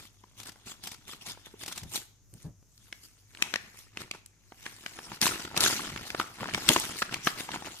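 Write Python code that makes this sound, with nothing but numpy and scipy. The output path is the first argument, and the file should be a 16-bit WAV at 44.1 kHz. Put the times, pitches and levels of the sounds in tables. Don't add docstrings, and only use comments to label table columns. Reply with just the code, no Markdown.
import sys
import numpy as np
from scipy import signal
from scipy.fft import rfft, irfft
from scipy.io import wavfile
from scipy.ndimage import uniform_filter1d

SR = 44100
rng = np.random.default_rng(int(sys.argv[2]) if len(sys.argv) > 2 else 0)


def generate_wav(sig):
    pcm = np.round(np.clip(np.atleast_2d(sig).T, -1, 1) * 32767).astype(np.int16)
    wavfile.write(sys.argv[1], SR, pcm)


N = 343980

# frequency in Hz, relative density in dB per Hz.
FIBRE_SPECTRUM = [(35, -27), (60, -2.5), (164, 1.5), (512, -10), (827, 0), (1250, -5.5), (1970, -2),
                  (5370, -0.5), (14000, -9.5)]
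CUT_END_S = 1.88


def crackle():
    grains_per_s = 3000
    struck = rng.random(N) < grains_per_s / SR
    sizes = gain_of(7.2 * np.minimum(rng.exponential(1, N), 3)) * struck
    clumps = gain_of(1.13 * drift(0.0041))
    grain = (evened(sizes) + 1.07) * clumps * rng.standard_normal((2, N))
    flat = [(1, 0)]
    hz, t, z = signal.stft(paired(grain, 4.9, flat), SR, nperseg=512, noverlap=384)
    hz = hz[:, None]
    db, tilt = effort(t)
    tilt_db = np.log2(hz / 3000 + 0.02) * tilt
    shape = gain_of(read(FIBRE_SPECTRUM, hz) + tilt_db + ringing(hz, t))
    shape /= np.sqrt((shape[hz[:, 0] > 900] ** 2).mean(0))
    shape *= gain_of(-.3 * (db + 39) / (1 + (hz / 500) ** 2))
    patches = uniform_filter1d(rng.standard_normal(shape.shape), 10, 0)
    patches = uniform_filter1d(patches, 8, 1)
    z = z * shape * gain_of(3.6 * evened(patches))
    x = signal.istft(z, SR, nperseg=512, noverlap=384)[1][:, :N]
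    level_db = effort(np.arange(N) / SR)[0]
    return x * gain_of(level_db) / grain.std()


def crumple():
    creases_per_s = 140
    t, pitches = np.arange(N) / SR, np.geomspace(900, 2800, num=10)
    db, tilt = effort(t)
    force_db = 0.87 * db - 2.4 * tilt - 6.0
    force_db -= 4.1 * (t < CUT_END_S)
    spread_db = 3.46 * np.minimum(rng.exponential(1, N), 3)
    sizes = gain_of(force_db + spread_db) * (rng.random(N) < creases_per_s / SR)
    which = rng.integers(0, len(pitches), N)
    grit = rng.standard_normal((len(pitches), 3, 2048))
    out = np.zeros((2, N))
    for k, hz in enumerate(pitches):
        strikes = (sizes * (which == k))[None]
        out += signal.oaconvolve(strikes, crease(hz, -13.0, -4.0, grit[k]), axes=1)[:, :N]
    return out


def snaps():
    # time in seconds, level in dB before room and microphone,
    # pitch of the buckling patch in Hz.
    snap_rows = [(0.238, -42, 970), (0.558, -46.5, 835), (1.134, -34.5, 1150), (1.374, -42.5, 880),
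                 (1.468, -40.5, 880), (1.54, -42, 410), (2.339, -38.5, 9000), (2.428, -41.5, 9000),
                 (2.778, -44.5, 5360), (2.926, -26.5, 2250), (3.349, -37.5, 2100), (3.372, -34.5, 2610),
                 (3.423, -8.5, 2470), (3.539, -14.5, 1890), (3.558, -17, 1800), (3.972, -20, 2010),
                 (4.112, -22, 2570), (4.148, -36.5, 895), (4.261, -36, 8000), (4.521, -36.5, 906),
                 (4.663, -25.5, 1730), (4.862, -23.5, 1650), (4.988, -27.5, 1050), (5.117, -30.5, 1000),
                 (5.215, -10, 4460), (5.228, -17, 4080), (5.265, -12, 3700), (5.267, -16, 970),
                 (5.277, -19, 2680), (5.513, -36, 890), (5.543, -30.5, 890), (5.565, -19, 2700),
                 (5.576, -13, 4200), (5.606, -13.5, 4540), (5.639, -9.5, 4030), (5.662, -11.5, 1740),
                 (5.794, -27.5, 996), (5.961, -26, 1480), (5.975, -29, 2400), (6.103, -26, 2350),
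                 (6.147, -22, 950), (6.198, -14, 1140), (6.212, -23.5, 1400), (6.407, -29, 1080),
                 (6.43, -23.5, 900), (6.441, -28, 1410), (6.456, -26.5, 880), (6.487, -27.5, 915),
                 (6.494, -30, 1880), (6.51, -29.5, 1800), (6.537, -21.5, 2300), (6.546, -17.5, 2030),
                 (6.578, -23.5, 905), (6.689, -1, 2940), (6.762, -9.5, 970), (6.799, -17.5, 8000),
                 (7.02, -17, 1410), (7.025, -15.5, 1740), (7.093, -31, 1500), (7.122, -31, 2300),
                 (7.142, -17.5, 2460), (7.271, -11, 1045), (7.489, -26, 940), (7.517, -29, 2700),
                 (7.541, -24.5, 955), (7.559, -24.5, 960), (7.623, -31.5, 794), (7.646, -36.5, 1510),
                 (7.671, -32.5, 865)]
    dulling = 0.24
    base_flap_db, flap_per_db, flap_per_octave = -20, 0.94, -6.5
    out = np.zeros((2, N))
    for (s, db, hz), grit in zip(snap_rows, rng.standard_normal((len(snap_rows), 3, 2048))):
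        flap_db = base_flap_db + flap_per_db * db + flap_per_octave * np.log2(hz / 1000)
        sound = crease(hz, flap_db - db, dulling * db, grit)
        add(out, s - .0007, gain_of(db) * sound)
    return out


def crease(hz, flap_db, treble_db, grit):
    # frequency in Hz, relative level in dB, 60 dB decay time in seconds.
    sheet_modes = [(218, -8, 0.054), (323.5, 5, 0.014)]
    t = np.arange(grit.shape[1]) / SR
    push = t * np.exp(-t / 0.00049)
    flap = sum(gain_of(d) * ring(push, f, t60) for f, d, t60 in sheet_modes)
    envelope = t ** 2 * np.exp(-t / 0.00091 * (hz / 1500) ** 0.25)
    ticks = grit[:2] * gain_of(4.4 * grit[2]) * envelope
    colour = [(hz / 69.0, -28.0), (hz, 0), (hz * 3.03, treble_db - 3.0), (hz * 13.5, treble_db - 33.5)]
    lag = 3 + 2.03 * grit[0, 0]
    ticks = paired(ticks, lag, colour)
    snap = ticks / abs(ticks).max() + 0.42 * ring(ticks, hz, 10 / hz)
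    return snap / abs(snap.mean(0)).max() + gain_of(flap_db) * flap


def slips():
    # time in seconds, peak level in dB before room and microphone.
    slip_rows = [(0.4, -29), (0.432, -32.5), (0.472, -34), (0.482, -40), (0.492, -30), (0.519, -36),
                 (0.6956, -33.5), (0.837, -28.5), (0.872, -23.5), (0.9167, -23.5), (0.9428, -32),
                 (1.285, -30), (1.6345, -25), (1.6612, -23.5), (1.68, -22.5), (1.724, -25), (1.76, -30),
                 (1.7771, -22.5), (1.833, -32)]
    out = np.zeros((2, N))
    u = np.arange(1024) / SR / 0.0025
    for (s, db), grit in zip(slip_rows, rng.standard_normal((len(slip_rows), 3, len(u)))):
        rough = grit[:2] * gain_of(3.16 * grit[2])
        burst = paired(rough * u * np.exp(-u), 0.28, FIBRE_SPECTRUM)
        add(out, s - .001, gain_of(db) * burst / abs(burst).max())
    return out


def effort(t):
    # time when full in seconds, held time in seconds, level in dB.
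    cuts = [(0.0, 0.064, -53), (0.384, 0.029, -47.5), (0.457, 0.032, -47), (0.668, 0.051, -45),
            (0.839, 0.049, -46), (0.915, 0.018, -47.5), (1.082, 0.054, -45), (1.216, 0.022, -52.5),
            (1.263, 0.054, -41.5), (1.459, 0.011, -53.5), (1.602, 0.029, -44.5), (1.68, 0.039, -43.5),
            (1.76, 0.04, -46)]
    cut_tilt, cut_rise, cut_fall = 0.92, 1000, 544
    # time when full in seconds, level in dB,
    # tilt in dB per octave.
    rubs = [(1.956, -31, 2.5), (3.039, -50, 5.), (3.428, -46, -1), (3.788, -48, 4.5), (4.007, -44.5, -1),
            (4.15, -53, -0.5), (4.663, -47, -0.8), (5.143, -45, -0.5), (6.072, -44.5, 2.5),
            (6.203, -42, -1.5), (6.416, -47, -2), (6.995, -38.5, 3), (7.134, -41.5, -2), (7.272, -32, 1),
            (7.405, -34.5, 0.5), (7.536, -41, -1.5), (7.665, -45, -2)]
    rub_held_s, rub_rise, rub_fall = 0.0051, 385, 328
    # time when full in seconds, held time in seconds,
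    # level in dB, tilt in dB per octave, dying in dB per second.
    tears = [(5.218, 0.052, -27, 0.55, 336), (5.565, 0.022, -34, -2, 448), (5.606, 0.057, -26.5, 0.14, 103),
             (6.686, 0.0089, -27, 0.27, 79)]
    tear_rise = 2200
    # time in seconds, level in dB,
    # tilt in dB per octave.
    grip_rows = [(0.0, -70.5, 2), (1.0, -64, -1), (1.85, -62, .4), (2.1, -81, 20), (2.431, -58.5, 1),
                 (2.53, -75.5, 13), (2.85, -61.5, 2.5), (3.26, -67.5, 3.5), (3.47, -50.5, 0),
                 (3.721, -60.5, 0.5), (4.3, -81, 0.8), (4.66, -53.5, 3), (5.1, -51, -0.5), (5.2, -82, -.3),
                 (5.3, -37.5, 0.3), (5.53, -53, -2.5), (5.9, -46.5, -2), (6.36, -55.5, 0),
                 (6.46, -50.5, -2.5), (6.65, -39.5, 0), (7.1, -55.5, -4.5), (7.8, -50, 1.9)]

    strokes = [(*cut, cut_tilt, cut_fall, cut_rise) for cut in cuts]
    strokes += [(s, rub_held_s, db, tilt, rub_fall, rub_rise) for s, db, tilt in rubs]
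    strokes += [(*tear, tear_rise) for tear in tears]
    s, held, db, tilt, fall, rise = np.array(strokes).T[:, :, None]
    grid = np.arange(0, N / SR + 1, 1 / 1000)
    rising_db = rise * np.maximum(s - grid, 0)
    falling_db = fall * np.maximum(grid - s - abs(held), 0)
    power = gain_of(2 * (db - rising_db - falling_db))
    grip_s, grip_db, grip_tilt = np.transpose(grip_rows)
    grip = gain_of(2 * np.interp(grid, grip_s, grip_db))
    total = power.sum(0) + grip
    mean_tilt = ((power * tilt).sum(0) + grip * np.interp(grid, grip_s, grip_tilt)) / total
    return np.interp(t, grid, 10 * np.log10(total)), np.interp(t, grid, mean_tilt)


def ringing(hz, t):
    # start in seconds, end in seconds,
    # centre in Hz, width in Hz, boost in dB.
    resonances = [(0, CUT_END_S, 3470, 500, 6), (3.3, 4.8, 2050, 1000, 6.5)]
    colour_db = 0
    for start, end, f, width, db in resonances:
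        bump = db / (1 + (2 * (hz - f) / width) ** 2)
        colour_db = colour_db + bump * (t > start) * (t < end)
    return colour_db


def bumps():
    # time in seconds, peak level in dB before the microphone, pitch in Hz.
    bump_rows = [(1.829, -35.5, 107), (2.333, -41.5, 133), (2.45, -32.5, 131.6), (5.922, -40, 88.5),
                 (6.416, -30.5, 240), (6.534, -31, 159), (6.695, -15.5, 291), (6.769, -25.5, 320)]
    out = np.zeros((2, N))
    t = np.arange(8192) / SR
    for (s, db, hz), noise in zip(bump_rows, rng.standard_normal((len(bump_rows), 2, len(t)))):
        colour = [(hz / 4.8, -22.0), (hz, 0), (hz * 2, -14.0), (hz * 30, -55.0)]
        push = paired(noise * t * np.exp(-t * hz / 2.25), 0, colour)
        add(out, s - 1 / hz, gain_of(db) * push / abs(push).max())
    return out


def room(x):
    # frequency in Hz, 60 dB decay time in seconds.
    decay = [(300, 0.62), (10000, 0.37)]
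    taps = rng.choice([-1., 1.], (2, 2, SR // 2)) * (rng.random((2, 2, SR // 2)) < .1)
    taps[..., :150] = 0
    hz, t, z = signal.stft(taps, SR, nperseg=128)
    t60 = np.maximum(read(decay, hz), .05)[:, None]
    tails = signal.istft(z * gain_of(-60 * t / t60), SR, nperseg=128)[1]
    tails /= np.linalg.norm(tails, axis=2, keepdims=True)
    turn = 2 * np.pi * 7.0 * np.arange(N) / SR
    wet = np.zeros((2, N))
    for weight, tail in zip((np.sin(turn), np.cos(turn)), tails):
        wet += signal.fftconvolve(x * weight, tail, axes=1)[:, :N]
    return signal.lfilter(*signal.butter(1, 500, "high", fs=SR), wet)


def background():
    # frequency in Hz, relative density in dB per Hz.
    hiss_spectrum = [(25, -8), (44, -18), (107, -5.5), (151, -7), (684, -25.5), (4140, -32.5), (6500, -16),
                     (8470, -35), (14000, -36)]
    hiss_db = -67
    hum_hz, hum_db = 102, -63.5
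    hiss = gain_of(hiss_db) * evened(paired(rng.standard_normal((2, N)), 0, hiss_spectrum))
    t = np.arange(N) / SR
    waver_db = 3.0 * drift(.04)
    wander = 1.2 * np.array([drift(.05), drift(.05)])
    hum = gain_of(hum_db + waver_db) * np.sin(2 * np.pi * hum_hz * t + wander)
    fundamental = gain_of(hum_db - 5.0) * np.sin(np.pi * hum_hz * t + drift(0.25))
    return hiss + hum + fundamental


def paired(x, lag, colour):
    # frequency in Hz, left-right likeness from 0 to 1.
    likeness = [(60, 0.99), (200, 0.81), (1500, 0.78), (5000, 0.29)]
    hz, z = np.fft.rfftfreq(x.shape[1], 1 / SR), rfft(x)
    same = np.clip(read(likeness, hz), 0, 1)
    right = same * z[0] + np.sqrt(1 - same ** 2) * z[1]
    right = right * np.exp(-2j * np.pi * hz * lag / SR)
    return irfft(np.array([z[0], right]) * gain_of(read(colour, hz)), x.shape[1])


def ring(x, hz, t60):
    r = 10 ** (-3 / (max(t60, 1e-4) * SR))
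    y = signal.lfilter([1, -1], [1, -2 * r * np.cos(2 * np.pi * hz / SR), r * r], x)
    return y / abs(y).max()


def drift(seconds):
    size = max(round(seconds * SR), 2)
    smooth = uniform_filter1d(rng.standard_normal(N), size)
    return evened(uniform_filter1d(smooth, size))


def gain_of(db):
    return 10 ** (np.asarray(db) / 20)


def evened(x):
    return x / np.sqrt(np.mean(x ** 2) + 1e-20)


def read(points, hz):
    f, value = np.transpose(points)
    return np.interp(np.log(hz + 1), np.log(f + 1), value)


def add(mix, s, sound):
    part = mix[..., round(s * SR):][..., :sound.shape[-1]]
    part += sound[..., :part.shape[-1]]


def scene():
    near = crackle() + crumple() + slips() + snaps()
    return near + gain_of(-14.0) * room(near) + bumps() + background()


def record(dry):
    # frequency in Hz, left minus right in dB.
    port_balance = [(60, 1.5), (700, 0), (4400, 3), (8000, 2), (13000, -0.5)]
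    # frequency in Hz, gain in dB.
    top_gain = [(14200, 0), (15000, -19)]
    edge_hz = 15800
    hz = np.fft.rfftfreq(N, 1 / SR)
    port_db = read(port_balance, hz) * np.array([[.5], [-.5]])
    ported = irfft(rfft(dry) * gain_of(port_db + read(top_gain, hz)), N)
    band_limit = signal.firwin(801, edge_hz, window=("kaiser", 10), fs=SR)
    return signal.oaconvolve(np.tanh(ported), band_limit[None], "same")


dry = scene()
out = record(dry)
generate_wav(out)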